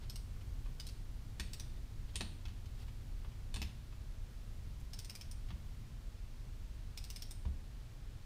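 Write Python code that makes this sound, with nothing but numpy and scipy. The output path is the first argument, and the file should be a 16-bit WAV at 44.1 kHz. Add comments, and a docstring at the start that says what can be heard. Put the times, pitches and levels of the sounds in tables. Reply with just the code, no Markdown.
"""Runs of light ticks, sharp metal snaps and dull knocks: a torque wrench tightens small bolts
on a motor housing clamped to a wooden bench. The pawl ticks on each back swing, the wrench snaps
over at the set torque, and the socket slides and knocks on the housing. Snaps and leaning thump
the bench. A hard-walled workshop with a low air rumble answers each click."""
import sys
import numpy as np
from scipy import signal
from scipy.fft import rfft, irfft
from scipy.io import wavfile
from scipy.ndimage import uniform_filter1d

SR = 44100
rng = np.random.default_rng(int(sys.argv[2]) if len(sys.argv) > 2 else 0)


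def materialize(psi):
    """Save the field psi as 16-bit PCM at rate SR to the path in sys.argv[1].

    A 1-D psi becomes a single channel; in a 2-D psi each row is a channel.
    """
    bounded = np.clip(np.atleast_2d(psi).T, -1, 1)
    quanta = np.round(bounded * 32767).astype(np.int16)
    wavfile.write(sys.argv[1], SR, quanta)


N = 363825
HZ = np.fft.rfftfreq(4096, 1 / SR)
T = np.arange(SR // 3) / SR

# Levels in the tables are relative.
# air rumble spectrum: freq_hz, density_db
RUMBLE_SPECTRUM = [(10, -13), (20, -7), (29, 2), (37, -0.5), (46, -5), (56, -4), (72, -11.5), (100, -8.5),
                   (125, -13.5), (165, -24.5), (230, -25.5), (300, -31.5), (450, -39), (1000, -56)]
# hiss spectrum: freq_hz, density_db
HISS_SPECTRUM = [(200, 5.5), (600, 6), (1000, 4), (2000, 1), (4500, -1), (7000, -6), (10000, -11.5),
                 (15000, -27)]
# echoes off bench, wall and ceiling: nominal_delay_s, level_db
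EARLY_ECHOES = [(.0014, 0.5), (.0055, -4.5), (.0078, -4.5), (.0092, -7.5), (.0112, -10), (0.0168, -10.5)]
# workshop decay: freq_hz, t60_s
ROOM_DECAY = [(200, 0.59), (1000, 0.36), (3500, 0.53), (6000, 0.32), (9000, 0.49), (15000, 0.22)]
# left-right difference: freq_hz, side_db
SIDE_SPECTRUM = [(3600, -69), (4800, -40), (8000, -26), (14000, -10)]
# bench with clamped motor: freq_hz, level_db, t60_s
BENCH_MODES = [(68, 6.5, 0.36), (90, -3.5, 0.3), (184.2, -5.5, 0.34), (220.7, -11, 0.41),
               (315, -19.5, 0.25), (352.5, -20, 0.17), (452, -26, 0.22)]
# steel wrench and socket: freq_hz, level_db, t60_s
STEEL_MODES = [(1195, -3, 0.093), (2610, 3, 0.099), (3070, -4.5, 0.13), (4100, -12, .12),
               (4450, -8.5, 0.14), (4770, -10, .11), (8300, 2, 0.16), (9000, -2.5, 0.13), (9460, -6, .09),
               (13380, -4, .12)]
# leaning on the work shoves the bench: start_s, level_db, hardness_db
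BENCH_SHOVES = [(2.469, -49.5, -3), (5.508, -48, 1), (7.457, -40, -6.5)]
# steel slides on steel: middle_s, length_s, level_db, bright_db
STEEL_SLIDES = [(.03, 0.074, -64, -4), (2.098, .06, -66.5, -14), (2.148, 0.034, -64, -6),
                (2.813, 0.12, -64, 0), (2.884, .05, -73, -5), (3.606, 0.036, -72, 6),
                (4.807, 0.032, -69, 18)]
# socket and hand hit the housing: start_s, level_db, weight_db
HOUSING_KNOCKS = [(.41, -71, -1), (.659, -69.5, 2), (1.77, -72.5, -6), (2.4536, -59.5, -8),
                  (2.482, -65, -6), (2.658, -68.5, -15), (2.882, -68, -6), (3.2462, -66.5, 5),
                  (3.319, -75, 1), (3.924, -70.5, 1), (5.487, -67, -5), (5.5043, -62, 1), (7.453, -67, 7)]
# knock spectrum: freq_hz, level_db
KNOCK_SPECTRUM = [(100, -3), (400, -3.5), (800, -3), (1100, 1), (1500, -6.5), (3000, -3.5), (4500, -10.5),
                  (7000, -22.5), (12000, -32.5)]
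# pawl drops into a tooth: start_s, level_db, bright_db, head_hz
PAWL_TICKS = [(.098, -52.5, -1, 5000), (.158, -54.5, 4, 4770), (.799, -49, -4.5, 4800),
              (.868, -56.5, 3.5, 4140), (.889, -57.5, -4, 4310), (1.534, -50, 0.5, 4670),
              (1.5981, -52, -0.5, 5900), (4.934, -52, -2.5, 5030), (4.99, -52, 2, 5200),
              (5.047, -55, 0.5, 5200), (5.097, -51, -1.5, 5300), (5.1525, -52, 0, 5130),
              (5.2114, -53, -3.5, 5300), (5.313, -58, 3, 5470), (6.9752, -49.5, -2, 5170),
              (7.041, -56, 2.5, 4460), (7.102, -50.5, -1.5, 5960), (7.161, -51.5, 0, 5250),
              (7.222, -51, 1, 5530), (7.3096, -56, 6, 5400)]
# tick spectrum: freq_hz, level_db
TICK_SPECTRUM = [(300, -15), (1400, -17), (2400, -9), (3200, -10.5), (4000, -5), (5400, -1.5), (6500, -5.5),
                 (7600, -11), (8850, -6.5), (10000, -13), (12000, -15.5), (14300, -12), (15500, -16.5)]
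# wrench breaks over, springs back: start_s, level_db, body_db, bright_db, top_db, housing_hz, handle_hz
WRENCH_SNAPS = [(1.3976, -44.5, -3.5, 2, 0, 1830, 4050), (2.157, -44, -7.5, 8, -2, 1850, 5200),
                (2.208, -44, 3.5, 0, -6, 1110, 4050), (3.542, -50, -3, 4.5, -5, 776, 3870),
                (3.56, -50, 4.5, 4, -7, 710, 2490), (3.6177, -45, -1.5, -3.5, 4, 1930, 3080)]
# snap spectrum: freq_hz, level_db
SNAP_SPECTRUM = [(350, 2), (600, -5.5), (1100, -4), (1500, -5.5), (2000, -3.5), (2800, -0.5), (4200, 1),
                 (5800, -6), (6800, -6.5), (7700, -13.5), (8900, -7.5), (10500, -17.5), (12000, -20.5),
                 (13400, -11.5), (15000, -34)]


def amp(db):
    return 10 ** (np.asarray(db) / 20)


def unit(x):
    """Scale to unit energy."""
    return x / np.sqrt(np.sum(x ** 2) + 1e-20)


def curve(points, hz):
    """Interpolate (freq_hz, value) points over log frequency."""
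    freq_hz, value = np.transpose(points)
    return np.interp(np.log(hz + 1), np.log(freq_hz), value)


def add(mix, start_s, sound):
    part = mix[round(start_s * SR):][:len(sound)]
    part += sound[:len(part)]


def min_phase(gain):
    """Minimum-phase impulse response for a gain over HZ."""
    log_gain = np.log(np.maximum(gain, 1e-6))
    mirrored = np.concatenate([log_gain, log_gain[-2:0:-1]])
    return irfft(np.exp(np.conj(signal.hilbert(mirrored)))[:len(HZ)])


def shaped(x, points):
    """Filter a track by (freq_hz, gain_db) points."""
    return irfft(rfft(x) * amp(curve(points, np.fft.rfftfreq(N, 1 / SR))), N)


def resonance(centre_hz, peak_db, half_width_hz):
    """Bell-shaped boost in dB over HZ."""
    return peak_db / (1 + ((HZ - centre_hz) / half_width_hz) ** 2)


def ring(modes, gains):
    """Sum of decaying modes, one gain each."""
    hz, db, t60_s = np.transpose(modes)[:, :, None]
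    return (gains[:, None] * amp(db - 60 * T / t60_s) * np.sin(2 * np.pi * hz * T)).sum(0)


def chatter(decay_s, flatness=0.88):
    """Dense burst with a near-flat spectrum, as of metal parts rattling."""
    fade = np.exp(-T[:len(HZ)] / decay_s)
    burst = rng.standard_normal(len(fade)) * fade
    for _ in range(2):
        spectrum = rfft(burst)
        burst = irfft(spectrum / (abs(spectrum) + 1e-12) ** flatness, len(fade)) * np.sqrt(fade)
    return unit(burst)


def air(rumble_db=-45, hiss_db=-66, swell_db=0.5, max_swell_hz=1.24, fade_db_per_s=0.33):
    """Moving air: a rumble that swells at random and eases off, plus steady hiss."""
    rumble, hiss = rng.standard_normal((2, N))
    t = np.arange(N) / SR
    drift = sum(np.sin(2 * np.pi * (max_swell_hz * rate * t + phase))
                for rate, phase in rng.random(size=(12, 2)))
    swell = amp(swell_db * drift / drift.std() - fade_db_per_s * t)
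    rumble = amp(rumble_db) * unit(swell * shaped(rumble, RUMBLE_SPECTRUM))
    hiss = amp(hiss_db) * unit(shaped(hiss, HISS_SPECTRUM))
    return np.sqrt(N) * (rumble + hiss)


def workshop(x, echo_db, scatter_s=0.0079, wander=0.15):
    """Direct sound, diffuse tail, scatter off nearby tools, and echoes that shift as the arm moves."""
    hz, t, spectra = signal.stft(rng.standard_normal(len(T)), SR, nperseg=256)
    decay = amp(-60 * t / curve(ROOM_DECAY, hz)[:, None])
    tail = signal.istft(spectra * decay, SR, nperseg=256)[1][:len(T)]
    scatter = rng.standard_normal(len(T)) * np.exp(-T / scatter_s)
    build_up = np.clip((T - 0.003) / 0.0054, 0, 1)
    response = amp(0.4 * echo_db - 3) * unit(tail * build_up)
    response += amp(echo_db - 8) * unit(scatter * build_up)
    response[0] += 1
    for nominal_s, db in EARLY_ECHOES:
        delay_s = nominal_s * (1 + wander * rng.uniform(-1.1, 1))
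        add(response, delay_s, amp(db + echo_db) * chatter(decay_s=0.0008))  # smeared by clutter
    return signal.fftconvolve(x, response)[:len(T)]


def bench(recoil_lag_s=0.0029, usual_snap_db=-46, attack_s=0.0035):
    """Snaps and shoves ring the low bench modes; a harder push reaches the higher ones."""
    out = np.zeros(N)
    recoils = [(start_s + recoil_lag_s, -49, 3 + 0.77 * (db + body_db - usual_snap_db))
               for start_s, db, body_db, *_ in WRENCH_SNAPS]
    attack = 1 - np.exp(-T / attack_s)
    for start_s, db, hardness_db in recoils + BENCH_SHOVES:
        push = amp(curve([(80, 0), (200, hardness_db)], np.transpose(BENCH_MODES)[0]))
        add(out, start_s, amp(db + 4) * ring(BENCH_MODES, push) * attack)
    return out


def slides(grain_spread_db=4):
    """Swells of friction grains as the wrench takes load or lifts."""
    out = np.zeros(N)
    for middle_s, length_s, db, bright_db in STEEL_SLIDES:
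        n = round(length_s * SR)
        noise, sizes = rng.standard_normal((2, len(T)))[:, :n]
        grains = noise * amp(grain_spread_db * sizes) * np.hanning(n)
        colour_db = curve([(700, 1), (2000, -5), (3200, 1), (4600, -3),
                           (7000, bright_db - 10), (14000, bright_db - 17)], HZ)
        rub = signal.fftconvolve(grains, min_phase(amp(colour_db)))
        add(out, max(middle_s - length_s / 2, 0), amp(db) * np.sqrt(n / 2) * unit(rub))
    return out


def contact(colour_db, shade_db, decay_s, ring_db, echo_db=0):
    """One blow: chatter, coloured by the parts that meet, rings the steel and the room."""
    ripple = uniform_filter1d(uniform_filter1d(rng.standard_normal(len(HZ)), size=24), size=24)
    colour_db = colour_db + 2 * np.sqrt(HZ / 5000) * ripple / ripple.std()  # grip damps highs unevenly
    gain = amp(colour_db + shade_db) / np.sqrt(np.mean(amp(2 * colour_db)))
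    mode_gains = np.interp(np.transpose(STEEL_MODES)[0], HZ, gain)
    mode_gains *= amp(2 * rng.standard_normal(len(STEEL_MODES)))
    response = amp(ring_db) * ring(STEEL_MODES, mode_gains)
    add(response, 0, min_phase(gain))
    blow = signal.fftconvolve(chatter(decay_s), response)[:len(T)]
    return workshop(blow, echo_db)


def knocks(gain_db=29, dulling=0.52):
    """Socket and hand knock on the housing; heavier is deeper and duller."""
    out = np.zeros(N)
    for start_s, db, weight_db in HOUSING_KNOCKS:
        shade_db = curve([(1100, weight_db), (1900, 0), (3500, 0), (5500, -dulling * weight_db)], HZ)
        knock = contact(curve(KNOCK_SPECTRUM, HZ), shade_db, decay_s=0.0051, ring_db=-52.5)
        add(out, start_s, amp(db + gain_db) * knock)
    return out


def ratchet(gain_db=24.5, slip_db=-13, max_lead_s=0.002):
    """The pawl slips over a crest, then lands; head resonances shift with tooth and grip."""
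    out = np.zeros(N)
    shifts_hz = rng.uniform(-0.75, 1, (len(PAWL_TICKS), 2)) * (500, 250)
    for (start_s, db, bright_db, head_hz), (low_shift_hz, high_shift_hz) in zip(PAWL_TICKS, shifts_hz):
        colour_db = curve(TICK_SPECTRUM, HZ) + resonance(head_hz, peak_db=7, half_width_hz=360)
        colour_db += resonance(3180 + low_shift_hz, peak_db=5, half_width_hz=230)
        colour_db += resonance(8850 + high_shift_hz, peak_db=5, half_width_hz=230)
        shade_db = curve([(2900, 2.04), (4300, 0), (6400, 0), (8200, bright_db)], HZ)
        tick = amp(db + gain_db) * contact(colour_db, shade_db, decay_s=0.0014, ring_db=-53, echo_db=0.4)
        add(out, start_s, tick)
        add(out, start_s - max_lead_s * rng.uniform(0.55, 1), amp(slip_db) * tick)
    return out


def snaps(gain_db=25, trip_db=-14, lead_s=0.00111):
    """The loaded release trips, then strikes inside the handle tube; the housing answers."""
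    out = np.zeros(N)
    for start_s, db, body_db, bright_db, top_db, housing_hz, handle_hz in WRENCH_SNAPS:
        colour_db = curve(SNAP_SPECTRUM, HZ) + resonance(housing_hz, peak_db=5, half_width_hz=130)
        colour_db += resonance(handle_hz, peak_db=4, half_width_hz=400)
        shade_db = curve([(1300, body_db), (2500, 0), (5500, 0),
                          (8000, bright_db), (10000, bright_db), (13000, top_db)], HZ)
        snap = amp(db + gain_db) * contact(colour_db, shade_db, decay_s=0.0022, ring_db=-50.5)
        add(out, start_s, snap)
        add(out, start_s - lead_s, amp(trip_db) * snap)
    return out


def scene():
    """Wrench, bench and air in stereo; left and right differ only in the treble."""
    wrench = ratchet() + snaps() + knocks() + slides()
    background = air()
    mid = wrench + bench() + background
    diffuse = signal.fftconvolve(wrench + amp(-4) * background, chatter(decay_s=0.0033))[:N]
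    side = shaped(diffuse, SIDE_SPECTRUM)
    return np.array([mid + side, mid - side])


def record(dry):
    """Steep low-pass."""
    cutoff_hz = 15600
    lowpass = signal.firwin(401, cutoff_hz, window=("kaiser", 8), fs=SR)
    return signal.oaconvolve(dry, lowpass[None], "same")


dry = scene()
out = record(dry)
materialize(out)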